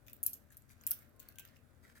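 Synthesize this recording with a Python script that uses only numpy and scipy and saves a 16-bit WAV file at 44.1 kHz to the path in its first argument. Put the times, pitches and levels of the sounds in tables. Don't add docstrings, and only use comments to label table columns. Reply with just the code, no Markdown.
import sys
import numpy as np
from scipy import signal
from scipy.fft import rfft, irfft
from scipy.io import wavfile
from scipy.ndimage import uniform_filter1d

SR = 44100
rng = np.random.default_rng(int(sys.argv[2]) if len(sys.argv) > 2 else 0)


def output_pcm(signal):
    pcm = np.clip(np.atleast_2d(signal).T, -1, 1) * 32767
    wavfile.write(sys.argv[1], SR, np.round(pcm).astype(np.int16))


N = 2 * SR

# frequency in Hz, relative level in dB.
ROOM_TONE_SPECTRUM = [(20, -18.5), (45, -4), (90, -1.5), (135, -0.5), (170, -10.5), (215, -3.5),
                      (270, -6.5), (380, -14), (600, -14), (900, -22.5), (1500, -21), (3000, -34.5),
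                      (6000, -39), (12000, -36), (16000, -38)]
# frequency in Hz, relative level in dB.
HUM_TONES = [(81, -79), (236, -85), (587, -87.5)]
# time in seconds, gain in dB.
MIDS_GAIN = [(0, 1), (.42, 1), (.52, -5), (.74, -4.5), (.85, 0), (1.2, 2), (1.6, -.5), (2, 1)]
# frequency in Hz, left over right in dB.
LEFT_LEAN = [(30, 15), (90, 11.5), (180, 6.5), (350, 6), (700, 6), (1400, -9), (3000, 4), (12000, -6)]
# start in seconds, length in seconds, relative level in dB,
# treble tilt at 11 kHz in dB.
SEED_STIRS = [(0.074, 0.047, -72, 1), (0.502, 0.055, -66.5, 6.5), (0.682, 0.06, -64.5, 5),
              (0.7, 0.014, -65.5, 7), (1.192, 0.047, -66.5, 2.5), (1.399, 0.12, -71.5, -10),
              (1.494, 0.094, -78.5, -13), (0.728, 0.39, -73.5, -11.5), (1.236, 0.1, -71.5, -10),
              (1.81, 0.14, -70.5, -1), (1.944, 0.053, -66, 2)]
# frequency in Hz, relative level in dB.
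SEED_SPECTRUM = [(300, -36), (900, -5), (1500, 4.5), (2100, 2.5), (2900, -8), (3800, -2.5), (5500, -4.5),
                 (8000, -1), (10000, -3), (12500, -1.5), (16000, -10)]
# start in seconds, relative level in dB, splinter boost in dB,
# shell boost in dB, beak boost in dB, beak pitch in Hz.
HUSK_SNAPS = [(.0665, -57.5, 16, 8, 23.5, 2430), (0.0727, -57, 19, 11, 15, 2800),
              (0.0825, -47, 10, 6.5, 25, 2350), (0.098, -48, 8, 1, 17, 2470), (.1094, -55, 0, -7, 10, 2600),
              (.1321, -41.5, 16.5, 6, 11.5, 2360), (.1659, -53, -1, 6, 5, 2600),
              (.2300, -18.5, -4, -3.5, -20, 2320), (0.2359, -19, -7, -0.5, -10, 2300),
              (0.2641, -13.5, -3, -4, -5, 2340), (0.267, -25, 8, 3, 8, 2700),
              (.2704, -32.5, 5, 8, -1, 2400), (0.2788, -33, -13, -3, 6.5, 2400),
              (0.3325, -31.5, -10, 5, 5, 2600), (0.336, -35.5, -20, 6, 4, 2780),
              (0.339, -35.5, 0, 6, 1, 2600), (.341, -39, 2, 6, 4, 2900), (.3568, -61, -14, 6, 20, 2550),
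              (0.5042, -62.5, -19, 23, 2, 2600), (0.5237, -51, 0, 10, -16, 2600),
              (0.5698, -38.5, 0, -3.5, 2.5, 2620), (0.5755, -43, -24, 3, 4.5, 2800),
              (0.6213, -56, 1, 11.5, 4, 2630), (0.8115, -65.5, -11, 18, 23.5, 3000),
              (.8156, -52.5, 5, -10, -2, 2600), (.837, -47, -2, -1.5, 19.5, 2480),
              (.8670, -22, 8, 7.5, 1.5, 2600), (.8702, -30, 7, 0, 2, 2290),
              (0.8739, -21.5, 2, -11, 6, 2440), (.9088, -16, 2, -16, -5, 2600),
              (.9152, -18, 3.5, -5.5, 6.5, 3560), (0.9894, -43.5, -8, 2, 2, 2200),
              (1.0218, -54, 5, 6, 1, 2600), (1.0288, -57, 7, -5, 16, 2560), (1.094, -58, 3, -10, -22, 2600),
              (1.1632, -57, -7, -1, 7, 2600), (1.1959, -50, 7, 12.5, 12.5, 2680),
              (1.2003, -42.5, 13, 5.5, 15.5, 2550), (1.2284, -51, 9, -12, 19, 2650),
              (1.2874, -40, 6, -3, 9, 2320), (1.324, -55, -1, -3, 20, 2600),
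              (1.3576, -53.5, 9, 1, 20.5, 2700), (1.3855, -38.5, 7, 11, 2.5, 2600),
              (1.394, -55, -5, 2, 6, 2500), (1.3958, -41, 16, 8.5, 6, 2600),
              (1.4, -43.5, -6, 1.5, 21, 2520), (1.4044, -51, -2, 5, 18, 2420),
              (1.4513, -46.5, 11, 1, 17.5, 2500), (1.4764, -56, 6, 2, 21, 2600),
              (1.487, -58.5, -1.5, 4, 24.5, 2690), (1.5606, -66, 11, 6, 30, 2580),
              (1.5684, -64, 16, 18.5, 18, 2500), (1.7481, -71.5, 8, 18.5, 6, 2600)]
# frequency in Hz, relative level in dB.
HUSK_SPECTRUM = [(300, -39.5), (1500, -42.5), (3000, -29.5), (5000, -22.5), (7000, -13.5), (8600, -9),
                 (9600, -9), (10800, -4), (12200, 2), (13500, -1.5), (15000, -4), (17000, -18.5)]
# frequency in Hz, relative level in dB, 60 dB decay in seconds.
AFTER_RING_MODES = [(2417, -5, 0.16), (2749, 0, 0.2), (3100, -6, 0.17), (4280, -3, 0.17), (4905, -6, .22),
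                    (5700, 3, 0.18)]
# start in seconds, relative level in dB, pitch in Hz,
# 60 dB decay of the ring in seconds.
BEAK_KNOCKS = [(0.0823, -54, 2090, .004), (.083, -55, 3650, 0.002), (.2645, -49, 2460, .03),
               (0.5062, -59.5, 1670, 0.0064), (.522, -63, 1680, 0.0075), (0.7024, -50, 2056, 0.073),
               (0.8388, -60.5, 2100, 0.0072), (0.8676, -59.5, 1300, .015), (.868, -54.5, 2040, 0.019),
               (0.874, -54, 1880, .01), (0.9151, -43.5, 1410, 0.015), (0.9164, -45, 2060, 0.00437),
               (.9155, -44.5, 3800, .006), (0.915, -42.5, 6000, 0.0044), (1.2005, -64.5, 2120, .006),
               (1.2765, -57, 2220, .008), (1.2874, -54.5, 4500, 0.015), (1.3856, -40.5, 2830, 0.0025),
               (1.3971, -46, 2970, 0.0034), (1.4005, -47.5, 2550, 0.0022), (1.5654, -55.5, 2640, .01),
               (1.8512, -52.5, 1445, .014), (1.8505, -53, 1950, 0.018), (1.899, -48, 1750, 0.0085),
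               (1.956, -55, 1720, 0.011), (1.964, -58.5, 1950, 0.013), (1.975, -54, 1640, .01)]
# multiple of its pitch, relative level in dB.
KNOCK_SPECTRUM = [(.1, -26.5), (.5, -15.5), (.7, -14), (.85, -1), (1.0, 4.5), (1.17, -3), (1.4, -20.5),
                  (2.2, -23.5), (4.5, -24.5), (10, -55)]
# start in seconds, length in seconds, pitch in Hz, peak level in dB.
FAINT_TONES = [(1.114, 0.19, 1060, -75.5), (1.341, 0.13, 1563, -67)]
# gains in dB for direct sound, near surfaces,
# furniture and room tail.
MIC_PATHS = [(0.5, -7.5, -10.5, -11), (-67, -3, -8.5, -10)]
# frequency in Hz, gain in dB.
TAIL_SPECTRUM = [(500, -5), (1500, 3.5), (3000, 6.5), (5000, 0), (7500, -4), (12000, -9.5), (16000, -2.5)]
# frequency in Hz, gain in dB.
RIGHT_SHADOW = [(300, -12.5), (1500, 7), (4000, 2), (6500, -0.5), (8700, -6), (11000, -1), (13200, 3.5),
                (15000, 1.5), (16500, -8.5)]


def undb(db):
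    return 10 ** (np.asarray(db) / 20)


def unit(x):
    return x / np.sqrt(np.sum(x ** 2))


def fade(t, t60):
    return np.exp(-np.log(1000) * t / t60)


def bump(hz, centre_hz, octaves):
    return np.exp(-(np.log2(hz / centre_hz) / octaves) ** 2)


def spectrum(points, size=512):
    hz = np.maximum(np.arange(size // 2 + 1) * SR / size, 1)
    point_hz, point_db = np.array(points, float).T
    return np.interp(np.log(hz), np.log(point_hz), point_db), hz


def impulse(db):
    cepstrum = irfft(np.log(undb(db)))
    half = len(cepstrum) // 2
    cepstrum[1:half] *= 2
    cepstrum[half + 1:] = 0
    return irfft(np.exp(rfft(cepstrum)))


def through(x, response):
    return signal.fftconvolve(x, response)[:len(x)]


def add(out, start_s, x):
    i = int(start_s * SR)
    out[i:i + len(x)] += x[:len(out) - i]


def burst(envelope):
    x = rng.standard_normal(len(envelope))
    for _ in range(2):
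        bins = rfft(x * envelope)
        x = irfft(bins / (abs(bins) + 1e-12), len(x))
        x = x / np.sqrt(np.abs(uniform_filter1d(x ** 2, size=32)) + 1e-18)
    return unit(x * envelope)


def contact(decay_s, rough_db):
    t = np.arange(1024) / SR
    push = undb(rough_db) * burst(np.exp(-t / decay_s) * np.minimum(t / decay_s, 1))
    push[0] += 1
    return unit(push) * np.sqrt(SR / 1000)


def room_tone(shared_power=0.32, waver_db=4, waver_s=0.09):
    t = np.arange(N) / SR
    colour_db, bin_hz = spectrum(ROOM_TONE_SPECTRUM, size=N)
    noise = rng.standard_normal((3, N))
    stereo = np.sqrt(shared_power) * noise[0] + np.sqrt(1 - shared_power) * noise[1:]
    rumble = irfft(rfft(stereo) * undb(colour_db))
    bed = rumble / rumble.std() * undb(-66.5)
    for hz, db in HUM_TONES:
        waver = np.interp(t / waver_s, np.arange(256), rng.standard_normal(256))
        bed += undb(db + waver_db * waver) * np.sqrt(2) * np.sin(2 * np.pi * (hz * t + rng.random()))
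    mids = irfft(rfft(bed) * bump(bin_hz, centre_hz=540, octaves=0.92))
    mids_db = np.interp(t, *np.array(MIDS_GAIN).T)
    bed += mids * (undb(mids_db) - 1)
    lean_db, _ = spectrum(LEFT_LEAN, size=N)
    return irfft(rfft(bed) * undb(np.array([lean_db, -lean_db]) / 2))


def seed_grains(hits_per_s=1700, spread_db=6):
    hits = rng.random(N) < hits_per_s / SR
    hits[0] = True
    sizes = undb(spread_db * np.clip(rng.standard_normal(N), -2, 2))
    signs = rng.choice([-1, 1], size=N)
    return unit(hits * sizes * signs) * np.sqrt(N)


def seed_rustle(nibble_db=-81):
    seed_db, hz = spectrum(SEED_SPECTRUM)
    out = undb(nibble_db) * through(seed_grains(), unit(impulse(seed_db)))
    for start_s, length_s, db, treble_db in SEED_STIRS:
        count = int(length_s * SR)
        tumble = seed_grains()[:count] * signal.windows.tukey(count, 0.5)
        colour = unit(impulse(seed_db + treble_db * hz / (SR / 4)))
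        add(out, start_s, undb(db - 0.5) * signal.fftconvolve(tumble, colour))
    return out


def husk_snaps():
    out = np.zeros(N)
    husk_db, hz = spectrum(HUSK_SPECTRUM)
    splinter = bump(hz, centre_hz=15250, octaves=0.13)
    shell = bump(hz, centre_hz=6800, octaves=0.42)
    husk_gain = np.sqrt(np.sum(impulse(husk_db) ** 2))
    for start_s, db, splinter_db, shell_db, beak_db, beak_hz in HUSK_SNAPS:
        beak = bump(hz, beak_hz, octaves=0.28) + bump(hz, 1.53 * beak_hz, octaves=0.76)
        body = impulse(husk_db + splinter_db * splinter + shell_db * shell + beak_db * beak) / husk_gain
        tear = contact(decay_s=0.00033, rough_db=-2.5)
        add(out, start_s, undb(db - 4.5) * through(tear, body))
    return out


def after_ring(gain_db=-55):
    out, t = np.zeros(N), np.arange(SR // 4) / SR
    modes = sum(undb(db) * np.sin(2 * np.pi * hz * t) * fade(t, t60) for hz, db, t60 in AFTER_RING_MODES)
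    for start_s, db, *_ in HUSK_SNAPS:
        add(out, start_s, undb(db + gain_db) * modes)
    return out


def beak_knocks(ring_db=-12):
    out, t = np.zeros(N), np.arange(4096) / SR
    for start_s, db, hz, t60 in BEAK_KNOCKS:
        body_db, _ = spectrum([(ratio * hz, level) for ratio, level in KNOCK_SPECTRUM], size=len(t))
        ring = undb(ring_db) * np.cos(2 * np.pi * hz * t) * fade(t, t60)
        body = unit(unit(impulse(body_db)) + ring)
        strike = contact(decay_s=0.00046, rough_db=-1)
        add(out, start_s, undb(db - 2.5) * through(body, strike))
    return out


def tray_thud(start_s=1, hz=135, rise_s=0.014, left_over_right_db=14):
    t = np.maximum(np.arange(N) / SR - start_s, 0)
    sway = np.sin(2 * np.pi * hz * t) * (1 - np.exp(-t / rise_s)) * fade(t, t60=0.22)
    return sway * undb(-57 + left_over_right_db * np.array([[0.5], [-0.5]]))


def faint_tones():
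    out = np.zeros(N)
    for start_s, length_s, hz, db in FAINT_TONES:
        t = np.arange(int(length_s * SR)) / SR
        add(out, start_s, undb(db) * np.sin(np.pi * t / length_s) * np.sin(2 * np.pi * hz * t))
    return out


def mic_responses(clump_db=3.5, clump_s=0.0013, bounce_s=0.001674, right_lag_s=0.0003):
    t, responses = np.arange(16384) / SR, []
    late = np.clip(t / 0.003 - 0.5, 0, 1)
    bounce = undb(-7.5) * np.exp(-((t - bounce_s) / 0.00016) ** 2)
    tail_colour = impulse(spectrum(TAIL_SPECTRUM)[0])
    lowpass = signal.ellip(6, 0.5, 50, 15850, fs=SR, output="sos")
    for is_right, (direct_db, near_db, furniture_db, tail_db) in enumerate(MIC_PATHS):
        clumps = undb(clump_db * np.interp(t / clump_s, np.arange(1024), rng.standard_normal(1024)))
        near = undb(near_db) * burst(np.exp(-t / 0.0047) * (1 - late) + is_right * bounce)
        furniture = undb(furniture_db) * burst(late * clumps * fade(t, t60=0.12))
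        tail = undb(tail_db) * through(burst(late * fade(t, t60=0.3)), tail_colour)
        response = signal.sosfilt(lowpass, near + furniture + tail)
        response[0] += undb(direct_db)
        if is_right:
            delayed = np.concatenate([np.zeros(int(right_lag_s * SR)), response])
            response = through(delayed, impulse(spectrum(RIGHT_SHADOW)[0]))
        responses.append(response)
    return responses


def moving_heads(x, spots):
    out, step = np.zeros((2, N)), N // spots
    for start in range(0, N, step):
        for side, response in zip(out, mic_responses()):
            add(side, start / SR, signal.fftconvolve(x[start:start + step], response))
    return out


def scene():
    knocks = beak_knocks()
    direct_knocks = undb([[-11], [-5.5]]) * knocks
    feeding = husk_snaps() + after_ring() + undb(-5.5) * knocks + seed_rustle()
    return moving_heads(feeding, spots=10) + direct_knocks + tray_thud() + faint_tones() + room_tone()


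def record(dry):
    return signal.sosfilt(signal.ellip(8, 0.2, 70, 16600, fs=SR, output="sos"), dry)


dry = scene()
out = record(dry)
output_pcm(out)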